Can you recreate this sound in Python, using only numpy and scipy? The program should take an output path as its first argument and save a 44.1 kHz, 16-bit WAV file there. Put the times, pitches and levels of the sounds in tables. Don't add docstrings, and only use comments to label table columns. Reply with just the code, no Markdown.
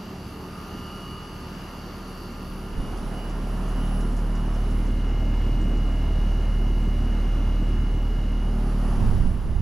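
import sys
import numpy as np
from scipy import signal
from scipy.fft import rfft, irfft
from scipy.io import wavfile
from scipy.ndimage import uniform_filter1d, map_coordinates

SR = 44100
rng = np.random.default_rng(int(sys.argv[2]) if len(sys.argv) > 2 else 0)


def digitize_waveform(pressure):
    field = np.atleast_2d(pressure).T
    bounded = np.clip(field, -1, 1)
    quanta = np.round(bounded * 32767).astype(np.int16)
    wavfile.write(sys.argv[1], SR, quanta)


N = 423801
BLADE_HZ, SHAFT_HZ = 37.493, 43.203

# (time [s], thump level [dB], gain of air and tones [dB])
LOUDNESS = [(0, -51, 0), (.7, -46.5, .5), (1.6, -43.5, 0.5), (2.4, -40.5, .5), (2.8, -33.5, 0.5),
            (3.1, -31.5, 0), (3.8, -24.5, 0.6), (4.3, -24, -1), (4.8, -21.8, 1), (7, -21.5, 1),
            (8.4, -22, -0.5), (8.7, -22.5, 0.2), (8.9, -22, 0.5), (9.05, -23, 0.5), (9.2, -26.5, -2),
            (9.35, -29, -4), (9.61, -31, -4.5)]
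# (multiple of BLADE_HZ, yard [dB], grille [dB], cabinet [dB])
OVERTONES = [(2, -5.5, -14, -10.5), (3, -13, -14, -18), (4, -13, -16.5, -26), (5, -4.5, -14, -20),
             (6, -17, -17.5, -19.5), (7, -28, -21, -25), (8, -15, -33, -27), (10, -12, -25.5, -31.5)]
def fan_blades(blade_phase):
    thump_db, share = curves(LOUDNESS)[0], places()
    thump = -amp(thump_db + 0.57 * wobble(4.5)) * np.sin(blade_phase)
    overtone_db = np.maximum(thump_db, -42)
    for multiple, *place_db in OVERTONES:
        shaky = np.log(multiple)
        wave = np.sin(multiple * blade_phase + 0.4 * shaky * wobble(4))
        thump += amp(overtone_db + place_db @ share + 0.91 * shaky * wobble(7)) * wave
    return np.sqrt(2) * thump * pan(share.T @ [-.3, -1, -1])


# (frequency [Hz], yard [dB/Hz], grille [dB/Hz], cabinet [dB/Hz])
AIR = [(20, -86, -70, -79), (55, -67.5, -60, -54), (100, -68.5, -66.5, -57), (175, -66.5, -62, -60),
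       (252, -67.5, -63, -62), (455, -73.5, -70, -69.5), (714, -75.5, -71, -72.5),
       (1075, -75.5, -73.5, -76), (1810, -83.5, -81.5, -83), (2390, -88.5, -88.5, -87.5),
       (2930, -86, -85, -86.5), (3460, -91, -91, -91), (4670, -92, -93.5, -93), (5420, -91.5, -92.5, -93.5)]
# (frequency [Hz], yard [dB/Hz], grille [dB/Hz], cabinet [dB/Hz])
HISS = [(7300, -99, -99, -100), (8560, -105, -104, -107), (9700, -103, -102, -103),
        (9940, -90.5, -91.5, -101), (10680, -105, -106, -110), (11200, -105, -107, -109),
        (12000, -100, -99, -104), (13100, -110, -113, -116), (13400, -118, -123, -131),
        (14200, -111, -111, -116)]
# (yard [dB], grille [dB], cabinet [dB])
RUMBLE_DB = [1.5, 1.6, .5]
def rushing_air(blade_phase):
    gain_db, share = curves(LOUDNESS)[1], places()
    rumble = shaped_noise(AIR[:6], LIKENESS, patchy_db=1.5) * (1 + 0.2 * np.sin(blade_phase + 1.25))
    rumble *= amp(gain_db + RUMBLE_DB @ share) * pan(-0.86)
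    rush = shaped_noise(AIR[5:] + HISS[:1], LIKENESS, patchy_db=0.85) * pan(share.T @ [-.4, -2.4, -1])
    hiss = amp(0.93 * wobble(4.6)) * shaped_noise(HISS, LIKENESS, patchy_db=1.5) * pan(1.6)
    shaft_phase = 2 * np.pi * SHAFT_HZ * np.arange(N) / SR
    hiss *= 1 + .2 * np.sin(2 * shaft_phase) + .25 * np.sin(4 * shaft_phase)
    return rumble + amp(gain_db + 0.7 * wobble(2.63)) * (rush + hiss)


# (multiple of SHAFT_HZ, yard [dB], grille [dB], cabinet [dB])
COMPRESSOR_NOTES = [(19, -70, -60, -60), (26, -60, -67, -72), (28, -53, -58, -60), (29, -58, -59, -68),
                    (32, -57, -56, -60), (38, -74, -71, -64), (40, -66, -69, -66), (49, -72, -67, -59),
                    (52, -72, -71, -71), (61, -76, -74, -68), (62, -69, -74, -74), (63, -63, -68, -72),
                    (64, -65, -71, -82), (65, -65, -70, -66), (66, -63, -64, -58), (68, -70, -72, -79),
                    (69, -67, -71, -71), (92, -77, -85, -72), (100, -69, -78, -80), (104, -63, -75, -73),
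                    (106, -68, -86, -80), (107, -69, -74, -81), (108, -68, -77, -84), (110, -64, -74, -82),
                    (111, -70, -76, -81), (112, -74, -84, -84), (113, -74, -77, -85), (114, -72, -77, -77)]
def compressor():
    return wavering_tones([(multiple * SHAFT_HZ, *db) for multiple, *db in COMPRESSOR_NOTES])


# (time [s], level [dB])
RING = [(0.0, -64), (0.4, -71), (0.56, -64), (0.79, -51.5), (1.02, -48.5), (1.37, -57), (1.8, -58),
        (2.17, -81), (2.34, -68), (2.89, -56), (3.06, -67), (3.19, -49.5), (3.37, -60), (3.65, -60),
        (3.82, -50.5), (4.04, -56.5), (4.17, -67), (4.4, -54), (4.93, -58.5), (5.1, -52.5), (5.71, -51),
        (8.43, -53.5), (8.69, -67), (8.85, -55), (9.02, -74), (9.2, -63), (9.36, -68), (9.6, -62)]
def casing_ring():
    share, t = places(), np.arange(N) / SR
    phase = 2 * np.pi * 67 * SHAFT_HZ * t + 0.17 * wobble(5.4) + 0.37 * SIDES * wobble(3.07)
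    flicker_db = (-0.1 + 0.99 * (1.5 - share[2])) * wobble(9)
    ring = np.sqrt(2) * amp(curves(RING)[0] + flicker_db) * np.cos(phase)
    return ring * pan(share.T @ [-.8, -1.5, .8])


# (frequency [Hz], yard [dB], grille [dB], cabinet [dB])
WHINE = [(5400, -90, -85, -76), (5626, -71, -76, -76), (5972, -75, -79, -80), (6145, -74, -79, -74),
         (6490, -76, -83, -84), (9848, -82, -83, -83), (9885, -68, -62, -68), (9923, -80, -82, -89),
         (9973, -81, -84, -83), (10010, -68, -65, -76), (10135, -74, -69, -78), (10311, -82, -90, -101),
         (11601, -79, -85, -87), (11773, -76, -81, -83), (11906, -78, -80, -81), (11947, -72, -77, -77),
         (12078, -73, -82, -80), (12118, -73, -76, -77), (12251, -80, -85, -86), (12290, -81, -84, -91),
         (14014, -88, -85, -95), (14139, -89, -84, -89)]
def motor_whine():
    return wavering_tones(WHINE)


GROUP_HZ = [1900, 2400, 3400, 7000, 10900]
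GROUP_DB = [-0.089, -0.021, -0.65, 0.35, -0.43, 0.95]
GROUP_PAN = [-1, 2, 0.5, -1, 1, 4.5]
GROUP_LAG = [0.21, 0.16, 0.34, 0.15, 0.11, 0.35]
# (time [s], gain [dB])
HUM_SWELL = [(0, -9), (.55, 1.5), (1.2, 1.5), (1.5, -2), (2.4, -1), (3.2, -0.5), (3.6, -2), (4, 3),
             (4.5, -3), (5, 0), (9, 0), (9.35, -15), (9.61, -15)]
# (time [s], gain [dB])
BUZZ_SWELL = [(0, 0.5), (.4, -1), (.7, 1), (1.5, -.5), (2.25, 1.5), (2.7, -3), (3.2, 4.5), (3.7, 1),
              (5, -1), (6.5, 2), (8.2, 0), (9.61, 1)]
# (time [s], gain [dB])
WHINE_SWELL = [(0, -9), (.35, -5), (.6, 0), (1.15, 2), (1.45, -3), (1.85, -6), (2.2, 0.5), (3, 0.5),
               (3.35, -3.5), (3.95, 3), (4.3, -3.5), (4.8, 3.5), (5.2, -2.5), (6.5, 1), (8.4, -0.5),
               (9.05, 0.5), (9.5, 0), (9.61, -6)]
def wavering_tones(notes):
    step = 64
    share, gain_db = places()[:, ::step], curves(LOUDNESS)[1, ::step]
    moving = 1 - share[2]
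    swells = {0: HUM_SWELL, 3: BUZZ_SWELL, 4: WHINE_SWELL}
    swell_db = {group: curves(rows)[0, ::step] for group, rows in swells.items()}
    t, out = np.arange(N) / SR, np.zeros((2, N))
    for hz, *place_db in notes:
        group = np.searchsorted(GROUP_HZ, hz)
        points = rng.standard_normal((4, 100))
        wall_phase, sway, lag, drift = [map_coordinates(row, [t[::step] * 8]) for row in points]
        wall = np.clip(0.22 + moving * (0.098 + 0.45 * hz / 10000), 0, 1)
        paths = (1 + wall * np.exp(2.1j * wall_phase)) / np.sqrt(1 + wall ** 2 + 0.27 * wall)
        level_db = place_db @ share + gain_db + GROUP_DB[group] + swell_db.get(group, 0)
        phase = 0.8 * points[1, 0] + (0.14 + 0.32 * moving) * drift
        phase = phase + GROUP_LAG[group] * SIDES * (lag + points[0, 0])
        shape = amp(level_db + 0.49 * SIDES * sway) * paths * np.exp(1j * phase) * pan(GROUP_PAN[group])
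        out += (np.repeat(shape, step, axis=1)[:, :N] * np.exp(2j * np.pi * hz * t)).real
    return np.sqrt(2) * out


# (time [s], level [dB])
GUSTS = [
    [(2.45, -49), (2.68, -49), (2.8, -28.5), (2.87, -35), (2.94, -50), (3.05, -35), (3.15, -53)],
    [(8.84, -33), (8.93, -36), (9.02, -21), (9.2, -22), (9.28, -19.5), (9.33, -29), (9.44, -31.5),
     (9.5, -25.5), (9.61, -23.5)],
]
GUST_PAN_DB = [-4.5, -6]
# (frequency [Hz], relative level [dB/Hz])
GUST_SPECTRUM = [(8, -16), (22, 3), (35, 0.5), (70, -5), (120, -11), (200, -17.5), (400, -34.5),
                 (1000, -65)]
def wind_buffet():
    rows = [(0, -88, 0)]
    for gust, side_db in zip(GUSTS, GUST_PAN_DB):
        faded = [(gust[0][0] - .1, -90), *gust, (gust[-1][0] + .1, -90)]
        rows += [(time, db, side_db) for time, db in faded]
    level_db, pan_db = curves(rows)
    same_everywhere = [(hz, db, db, db) for hz, db in GUST_SPECTRUM]
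    swings = shaped_noise(same_everywhere, [(20, .97), (300, .85)], patchy_db=2.0)
    strength = np.sqrt(np.abs(uniform_filter1d(np.mean(swings ** 2, axis=0), size=2000)))
    return amp(level_db + 3.0) * swings / (strength + 0.12 * strength.mean()) * pan(pan_db)


# (time [s], level [dB])
TICKS = [(2.9701, -50), (3.2934, -49), (3.4844, -55), (3.6835, -52), (4.0043, -47), (4.1644, -47),
         (4.19, -53), (4.351, -48), (4.5434, -50), (4.7017, -51), (4.8644, -52), (5.0834, -56),
         (5.6114, -52), (5.7684, -53)]
def ticks():
    out, t = np.zeros(N + SR), np.arange(SR // 12) / SR
    rise_s, fade_s = 0.0026, 0.097
    for start, db in TICKS:
        hz = rng.uniform(5200, 6200)
        band = signal.butter(2, [.84 * hz, 1.3 * hz], "band", fs=SR, output="sos")
        puff = unit(signal.sosfilt(band, rng.standard_normal(len(t))))
        shape = amp(db - 1.5 - 60 * t / fade_s) * (1 - np.exp(-t / rise_s))
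        out[round(start * SR):][:len(t)] += shape * puff
    return out[:N]


# (frequency [Hz], likeness [0-1])
LIKENESS = [(60, 0.99), (250, .99), (600, 0.91), (1500, 0.8), (3000, 0.64), (6000, .76), (10000, 0.82),
            (12000, 0.95)]
def shaped_noise(spectra, likeness, patchy_db):
    hz, t, (common, apart) = signal.stft(rng.standard_normal((2, N)), SR, nperseg=2048)
    log_hz = np.log(hz + 1)
    table_hz, *columns = np.transpose(spectra)
    place_db = [np.interp(log_hz, np.log(table_hz), db, left=-140, right=-140) for db in columns]
    level_db = np.transpose(place_db) @ places()[:, np.minimum(t * SR, N - 1).astype(int)]
    patches = uniform_filter1d(rng.standard_normal(common.shape), size=16, axis=0)
    patches = unit(uniform_filter1d(patches, size=3, axis=1))
    alike_hz, alike = np.transpose(likeness)
    angle = np.arccos(np.interp(log_hz, np.log(alike_hz), alike))[:, None] / 2
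    pair = np.array([np.cos(angle) * common + side * np.sin(angle) * apart for side in (1, -1)])
    shaped = pair * amp(level_db + patchy_db * patches) * np.sqrt(SR / 2)
    return signal.istft(shaped, nperseg=2048)[1][:, :N]


# (time [s], yard share [0-1], grille share [0-1])
WALK = [(0, 1, 0), (2.5, 1, 0), (3.1, 0, 1), (4.4, 0, 1), (4.9, 0, 0), (8.3, 0, 0), (8.7, 0, 1),
        (9.61, 0, 1)]
def places():
    yard, grille = curves(WALK)
    return np.array([yard, grille, 1 - yard - grille])


def curves(rows):
    times, *columns = np.transpose(rows)
    return np.array([np.interp(np.arange(N) / SR, times, column) for column in columns])


def wobble(rate):
    return map_coordinates(rng.standard_normal(int(N * rate / SR) + 4), [np.arange(N) * rate / SR])


SIDES = np.array([[1], [-1]])
def pan(db):
    return amp(SIDES * db / 2)


def amp(db):
    return 10 ** (np.asarray(db) / 20)


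def unit(x):
    return x / np.sqrt(np.mean(x ** 2))


def scene():
    blade_phase = 2 * np.pi * BLADE_HZ * np.arange(N) / SR + 0.071 * wobble(6)
    fan = fan_blades(blade_phase) + rushing_air(blade_phase)
    return fan + compressor() + motor_whine() + casing_ring() + wind_buffet() + ticks()


def record(dry, top_hz=14330):
    mirrored = np.hstack([dry, dry[:, ::-1]])
    kept = np.fft.rfftfreq(2 * N, 1 / SR) < top_hz
    return irfft(rfft(mirrored) * kept, 2 * N)[:, :N]


dry = scene()
out = record(dry)
digitize_waveform(out)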